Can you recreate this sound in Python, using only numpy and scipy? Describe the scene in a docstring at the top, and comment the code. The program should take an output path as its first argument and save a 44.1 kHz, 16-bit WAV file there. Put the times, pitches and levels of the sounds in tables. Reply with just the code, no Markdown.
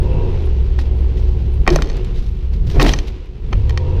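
"""A truck engine revs, heard from the cab on an indoor dirt track: pulsing exhaust, intake growl, tyre hiss.
It eases off, the truck slams into a ramp, flies for a second and lands hard, and the engine picks up.
Panels boom, the frame crunches, loose cab fittings clack and dirt sprays against the underside.
The chassis rumbles on its springs throughout, and rubbing trim gives a few faint squeaks."""
import sys
import numpy as np
from scipy import signal
from scipy.fft import rfft, irfft, next_fast_len
from scipy.io import wavfile
from scipy.ndimage import uniform_filter1d, minimum_filter1d, map_coordinates

SR = 44100
rng = np.random.default_rng(int(sys.argv[2]) if len(sys.argv) > 2 else 0)


def generate_wav(sig):
    """Save sig (samples, or channels by samples) to the path in sys.argv[1] as 16-bit PCM at SR."""
    pcm = np.round(np.clip(np.atleast_2d(sig).T, -1, 1) * 32767).astype(np.int16)
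    wavfile.write(sys.argv[1], SR, pcm)


N = 176400

# engine revs (time [s], firing rate [Hz])
REVS = [(0, 126.8), (.16, 153), (.3, 147.4), (.42, 122.5), (.57, 100.9), (.93, 106.8), (1.6, 103.9),
        (2.6, 107.8), (3.53, 88.1), (3.68, 112.7), (3.85, 134.4), (4, 147)]
# engine effort (time [s], exhaust level [dB], load [0-1])
ENGINE_EFFORT = [(0, -20, 0.8), (.3, -20.5, 0.5), (.55, -12, 0.1), (1.0, -12.5, 0), (1.62, -15, 0.27),
                 (1.9, -29.5, 0), (2.35, -25, 0), (2.52, -16.5, 0), (2.7, -16.5, 0.14), (3.0, -29, 1),
                 (3.35, -40, 0.3), (3.58, -18, 0.97), (3.85, -18.5, 0.91), (4, -19, 0.5)]
# exhaust partials (multiple of the cycle rate, coasting level [dB], loaded level [dB])
EXHAUST_PARTIALS = [(3, -11.5, -17.5), (4, -18.5, -1), (5, -3.5, 0.5), (6, -29.5, -7.5), (8, -18.5, -3.5),
                    (12, -33.5, -27)]
# noise bed in the cab (time [s], engine roar [dB], tyre and fan hiss [dB])
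BED_LEVELS = [(0, -29, -47.5), (.35, -29, -45), (.65, -34.5, -48), (.95, -32.5, -49), (1.6, -35, -49.5),
              (1.95, -32.5, -44.5), (2.35, -41.5, -53), (2.65, -37, -52.5), (3.05, -36, -46.5),
              (3.32, -45, -54.5), (3.6, -35.5, -48.5), (4, -32, -46.5)]
# resonances of the cab air and the intake (frequency [Hz], width [Hz], level [dB])
CAB_MODES = [(365.8, 10.7, 4), (442, 21, -6), (752, 30, -18.5)]
INTAKE_MODES = [(372, 12, -6), (455.5, 12, 2), (511, 12, 4), (677, 52, -14.5), (828, 15, -11.5),
                (949, 30, -4.5), (2680, 160, -7.5)]
# chassis shake (time [s], level [dB])
SHAKE_LEVELS = [(0, -13), (.45, -18.5), (1.55, -16.5), (1.7, -10), (1.85, -17.5), (2.2, -15.5), (2.45, -19),
                (2.68, -13.5), (2.8, -14), (2.93, -12), (3.05, -24.5), (3.32, -28), (3.42, -23),
                (3.56, -12), (3.8, -24.5), (4, -14)]
# trim squeaks (time [s], level [dB])
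TRIM_SQUEAKS = [(.01, -62), (.135, -70), (.425, -67), (.458, -64), (.965, -66), (1.02, -62), (1.56, -63)]
# panel and suspension booms (time [s], pitch [Hz], level [dB], T60 [s])
PANEL_BOOMS = [(0.441, 384.7, -21.5, 0.19), (1.662, 32.6, -8, 0.18), (1.709, 355.4, -4.5, 0.13),
               (1.72, 153, -12, 0.34), (1.7605, 580, 4.5, 0.014), (2.76, 35.7, -3.5, 0.91),
               (2.779, 133.4, -7.5, 0.2), (2.801, 497, -11, 0.06), (2.828, 296.3, -11, 0.16),
               (2.849, 384, -17, 0.047), (2.864, 760, -13, 0.028)]
# dirt sprays and blows to the frame (time [s], level [dB], rise [s], T60 [s])
DIRT_SPRAYS = [(.786, -32, 0.0043, .18), (1.169, -37.5, .003, 0.25), (1.272, -47, 0.0039, 0.22),
               (1.70, -31.5, 0.032, 0.48), (2.14, -43.5, 0.02, 0.77), (2.525, -41.5, 0.012, 0.14),
               (2.664, -35, 0.0077, 0.11), (2.69, -37.5, 0.012, 1), (2.796, -26, .008, 0.59),
               (2.857, -19.5, .012, 0.27), (3.06, -39, .02, 0.13)]
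FRAME_BLOWS = [(1.665, -16.5, 0.018, 0.68), (2.737, -21.5, 0.028, 0.53), (2.785, -13, 0.056, 0.4),
               (3.52, -28.5, 0.0023, 0.22)]
# loose fittings knocking (time [s], level [dB], treble [dB])
FITTING_HITS = [(0.789, -19.5, -28), (1.666, -15, -26.5), (1.6765, 2.5, -16.5), (1.69, -10, -22),
                (1.703, -15, 10.5), (1.7595, -10.5, -8), (1.821, -13, 0), (1.899, -24, 0.5),
                (2.761, -38, -13), (2.797, -5, -17.5), (2.8035, -10.5, -23), (2.811, -9.5, -18.5),
                (2.819, -7.5, -21.5), (2.848, -13.5, -16.5), (2.864, -10.5, -18.5), (2.891, -15, -17),
                (2.937, -9, -4), (2.988, -16.5, 5.5), (3.528, -16, -14), (3.531, -15.5, -18),
                (3.695, -19, -8), (3.706, -24, -9.5), (3.775, -13.5, -1.5)]
# ring of a fitting (frequency [Hz], level [dB])
FITTING_MODES = [(810, 1.5), (1110, 5), (1290, -0.5), (1870, 7), (2390, 4), (3120, 0.5), (3700, -8),
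                 (4370, -3), (5270, -7.5), (6150, -9)]
# sharp ticks: metal on metal, and pebbles striking during the flight (time [s], level [dB])
SHARP_TICKS = [(1.6767, -19.5), (1.760, -20), (1.821, -29), (1.969, -38), (2.047, -38), (2.8276, -15),
               (3.695, -33)]
# small steel parts clinking (time [s], pitch [Hz], level [dB])
STEEL_CLINKS = [(1.7595, 6120, -10), (1.788, 1380, -12), (2.7992, 2520, -6), (2.893, 3170, -7),
                (2.893, 6044, -21.5), (2.935, 6000, -9)]
# tone colour of each noise layer (frequency [Hz], relative level [dB])
ROAR_EQ = [(60, -39), (130, -11), (200, -2), (370, -1), (500, -5), (620, -16), (950, -17.5), (1400, -40),
           (3000, -65)]
HISS_EQ = [(400, -13.5), (1000, 3.5), (1550, 0.5), (2800, 3), (3400, 0), (4100, -2.5), (6000, -11),
           (7200, -18.5), (10000, -30.5), (14500, -34.5)]
SHAKE_EQ = [(10, -12), (24, 4.5), (40, 3), (60, 0), (85, -13), (140, -13), (220, -24.5), (500, -78.5)]
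DIRT_EQ = [(300, 11.5), (1000, 1), (4000, 4.5), (5800, -1), (7200, -11), (10000, -17.5), (14500, -19.5)]
CRACK_EQ = [(200, -14.5), (700, 7), (2400, 3.5), (6200, -6), (7200, -18), (15000, -38)]
CRUNCH_EQ = [(60, -30), (150, -6.5), (320, 6), (520, -2), (850, -9.5), (1300, -18), (2400, -21),
             (6000, -50)]
TICK_EQ = [(2000, -17), (3600, 7), (6600, -5.5), (7600, 0.5), (8600, -8.5), (14500, -13)]

CYLINDERS = 8
CONTACT_RISE_S = .0004
TIME = np.arange(N) / SR
HIT_TIME = TIME[:SR // 10]


def amp(db):
    """Decibels to gain."""
    return 10 ** (np.asarray(db) / 20)


def unit(x):
    """Scale to rms 1."""
    return x / np.sqrt(np.mean(x ** 2) + 1e-20)


def curves(rows):
    """One automation curve for each column after the time."""
    times, *columns = np.transpose(rows)
    return [np.interp(TIME, times, column) for column in columns]


def wobble(rate):
    """A smooth random curve, rate knots a second."""
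    return map_coordinates(rng.standard_normal(4000), [TIME * rate], mode="wrap")


def filtered(x, response):
    """Filter x by a gain given as a function of frequency."""
    size = next_fast_len(N + SR // 2)
    return irfft(rfft(x, size) * response(np.fft.rfftfreq(size, 1 / SR)), size)[:N]


def coloured(x, eq):
    """x through an EQ curve, at rms 1."""
    hz, db = np.transpose(eq)
    return unit(filtered(x, lambda f: amp(np.interp(np.log(f + 1), np.log(hz), db))))


def noise(eq):
    """Noise in the colour of an EQ curve."""
    return coloured(rng.standard_normal(N), eq)


def resonances(x, modes, muffle_hz=3300):
    """x muffled by the cab lining and rung through resonances, at rms 1."""
    def peaks(f):
        return sum((-1) ** k * amp(db) * 1j * f * width / (hz * hz - f * f + 1j * f * width)
                   for k, (hz, width, db) in enumerate(modes))
    muffled = filtered(x, lambda f: 1 / (1 + (f / muffle_hz) ** 2) ** 2)
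    return unit(filtered(muffled, peaks))


def add(track, start, sound):
    """Mix a sound into the track at start seconds."""
    part = track[max(round(start * SR), 0):][:len(sound)]
    part += sound[:len(part)]


def snippet(x):
    """A random slice of x, one hit long."""
    return x[rng.integers(N - len(HIT_TIME)):][:len(HIT_TIME)]


def swells(rows):
    """Envelope of bursts that rise and die away, summed in power."""
    power = np.zeros(N)
    for start, db, rise, t60 in rows:
        attack = np.clip((TIME - start) / rise, 0, 1)
        decay = amp(db - 60 * np.maximum(TIME - start - rise, 0) / t60)
        power += (attack * decay) ** 2
    return np.sqrt(power)


def ping(t, hz, t60, rise_s):
    """One struck mode: a dying sine with a softened attack."""
    return amp(-60 * t / t60) * np.sin(2 * np.pi * hz * t) * (1 - np.exp(-t / rise_s))


def partial(firing_phase, order):
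    """A harmonic of the engine cycle, in which each cylinder fires once."""
    return np.sqrt(2) * np.sin(order * firing_phase / CYLINDERS + rng.uniform(0, 2 * np.pi))


def exhaust(firing_phase, load, waver_db=2.0):
    """The exhaust note: load shifts the balance of its partials and makes them waver more."""
    note = np.zeros(N)
    for order, coast_db, loaded_db in EXHAUST_PARTIALS:
        db = coast_db + (loaded_db - coast_db) * load
        waver = waver_db * (1 + load) / 2 * wobble(22.04)
        note += amp(db + waver) * partial(firing_phase, order)
    return note


def roar_and_hiss(throb, ring_db=-2, flutter_db=1.1):
    """Engine roar throbs with the firings over ringing cab air; tyre and fan hiss flutters on top."""
    roar_db, hiss_db = curves(BED_LEVELS)
    roar = throb * noise(ROAR_EQ)
    cab_ring = amp(ring_db) * resonances(rng.standard_normal(N), CAB_MODES)
    hiss = unit(np.sqrt(np.abs(throb)) * noise(HISS_EQ)) * amp(flutter_db * wobble(30))
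    return amp(roar_db) * unit(roar + cab_ring) + amp(hiss_db) * hiss


def intake_growl(firing_phase, firing_hz, throb, load, db_per_octave=41.5, rasp_gain=.5):
    """Gulps of air ring the intake under throttle, far louder as the revs climb."""
    gulps = sum(partial(firing_phase, order) for order in range(2 * CYLINDERS, 90, 2))
    tone = resonances(gulps, INTAKE_MODES)
    rasp = resonances(throb * rng.standard_normal(N), INTAKE_MODES)
    db = -27 + db_per_octave * np.log2(firing_hz / 148.9)
    return load * amp(db) * unit(tone + rasp_gain * rasp)


def engine(jitter=0.00912, throb_depth=0.27):
    """One slightly unsteady firing rhythm drives the exhaust, the noise bed and the intake."""
    firing_hz, = curves(REVS)
    exhaust_db, load = curves(ENGINE_EFFORT)
    phase = 2 * np.pi * np.cumsum(firing_hz * (1 + jitter * wobble(25))) / SR
    throb = 1 + throb_depth * (np.cos(phase) + np.cos(phase / 2))
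    note = amp(exhaust_db) * exhaust(phase, load)
    return note + roar_and_hiss(throb) + intake_growl(phase, firing_hz, throb, load)


def chassis_rumble(evenness=0.65):
    """Deep shudder of the body on its springs, as strong as the ground is rough."""
    shake_db, = curves(SHAKE_LEVELS)
    shudder = noise(SHAKE_EQ)
    power = np.abs(uniform_filter1d(shudder ** 2, size=SR // 10)) + 1e-6
    return amp(shake_db) * unit(shudder / power ** (evenness / 2))  # tame the random surges


def trim_squeaks(hz=10760, width_hz=360, width_s=0.025):
    """Rubbing trim squeaks in brief flickers of thin, high noise."""
    band = unit(filtered(rng.standard_normal(N), lambda f: np.exp(-((f - hz) / width_hz) ** 2)))
    envelope = sum(amp(db) * np.exp(-((TIME - centre) / width_s) ** 2) for centre, db in TRIM_SQUEAKS)
    return band * np.abs(wobble(100)) * envelope


def panel_booms():
    """Bumps, ramp and landing set the panels and suspension ringing."""
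    out = np.zeros(N)
    for start, hz, db, t60 in PANEL_BOOMS:
        add(out, start, amp(db) * ping(TIME[:SR // 2], hz, t60, rise_s=0.0014))
    return out


def dirt_sprays(grit_per_s=930, grit_share=0.31, clod_db=2.4, clods_per_s=110):
    """Fine soil and coarser grit hit the underside in clods."""
    grit = unit((rng.random(N) < grit_per_s / SR) * rng.standard_normal(N))
    clods = unit(amp(clod_db * wobble(clods_per_s)))
    soil = rng.standard_normal(N)
    dirt = np.sqrt(grit_share) * grit + np.sqrt(1 - grit_share) * soil
    return swells(DIRT_SPRAYS) * clods * coloured(dirt, DIRT_EQ)


def treble_shelf(hz, treble_db, flat_at_db=-11, corner_hz=3200):
    """Gain that brightens or dulls a clack."""
    return amp((treble_db - flat_at_db) * (1 - 1 / (1 + (hz / corner_hz) ** 4)))


def fitting_clacks(hits, ring_t60=.022, crack_t60=.014, crack_db=-5, trim_db=-0.5):
    """A loose fitting knocks: a crack of contact noise and a short ring, a little different each hit."""
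    out, t = np.zeros(N), HIT_TIME
    hz, mode_db = np.transpose(FITTING_MODES)[:, :, None]
    bin_hz = np.fft.rfftfreq(len(t), 1 / SR)
    contact = noise(CRACK_EQ)
    attack = 1 - np.exp(-t / CONTACT_RISE_S)
    for start, db, treble_db in hits:
        gains = amp(mode_db + rng.standard_normal(hz.shape)) * treble_shelf(hz, treble_db)
        modes = gains * np.sin(2 * np.pi * (hz * t + rng.random(hz.shape)))
        ring = modes.sum(axis=0) / np.linalg.norm(gains) * amp(-60 * t / ring_t60)
        spectrum = rfft(snippet(contact)) * treble_shelf(bin_hz, treble_db)
        crack = unit(irfft(spectrum, len(t))) * amp(crack_db - 60 * t / crack_t60)
        add(out, start, amp(db + trim_db) * (ring + crack) * attack)
    return out


def cab_echo(x, t60=.1, wet_db=-21):
    """The close walls of the cab answer with a tight tail."""
    t = TIME[:SR // 3]
    tail = rng.standard_normal(len(t)) * amp(-60 * t / t60)
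    return amp(wet_db) * signal.fftconvolve(x, tail / np.linalg.norm(tail))[:N]


def frame_crunches():
    """The frame gives a dull crunch under each blow."""
    return swells(FRAME_BLOWS) * noise(CRUNCH_EQ)


def sharp_ticks(t60=.016):
    """Metal meets metal, and flung pebbles strike, in sharp, bright ticks of noise."""
    out, metal = np.zeros(N), noise(TICK_EQ)
    for start, db in SHARP_TICKS:
        add(out, start, amp(db - 60 * HIT_TIME / t60) * snippet(metal))
    return out


def steel_clinks(t60=0.013):
    """Small steel parts ring briefly, one pitch per clink."""
    out = np.zeros(N)
    for start, hz, db in STEEL_CLINKS:
        add(out, start, amp(db) * ping(HIT_TIME, hz, t60, CONTACT_RISE_S))
    return out


def takeoff_rattle(start=1.839, gap_s=.0145, count=8, db=-32, fade_db_per_s=51, treble_db=8.5):
    """A fitting chatters on after take-off in small, bright, fading clacks."""
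    delays = gap_s * (np.arange(count) + .5 * rng.random(count))
    return fitting_clacks([(start + delay, db - fade_db_per_s * delay, treble_db) for delay in delays])


def scene():
    """The mono mix above the dashboard; only the loose parts get the cab echo."""
    truck = engine() + chassis_rumble() + trim_squeaks() + panel_booms() + dirt_sprays() + frame_crunches()
    clatter = fitting_clacks(FITTING_HITS) + sharp_ticks() + steel_clinks() + takeoff_rattle()
    return (truck + clatter + cab_echo(clatter))[None]


def record(dry, ceiling=1, window=41, top_hz=15350):
    """A fast limiter holds down the biggest peaks, then a brick-wall low-pass cuts the very top."""
    needed = np.minimum(1, ceiling / (np.abs(dry[0]) + 1e-9))
    gain = uniform_filter1d(minimum_filter1d(needed, window), window)
    return filtered(dry[0] * gain, lambda hz: hz < top_hz)[None]


dry = scene()
out = record(dry)
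generate_wav(out)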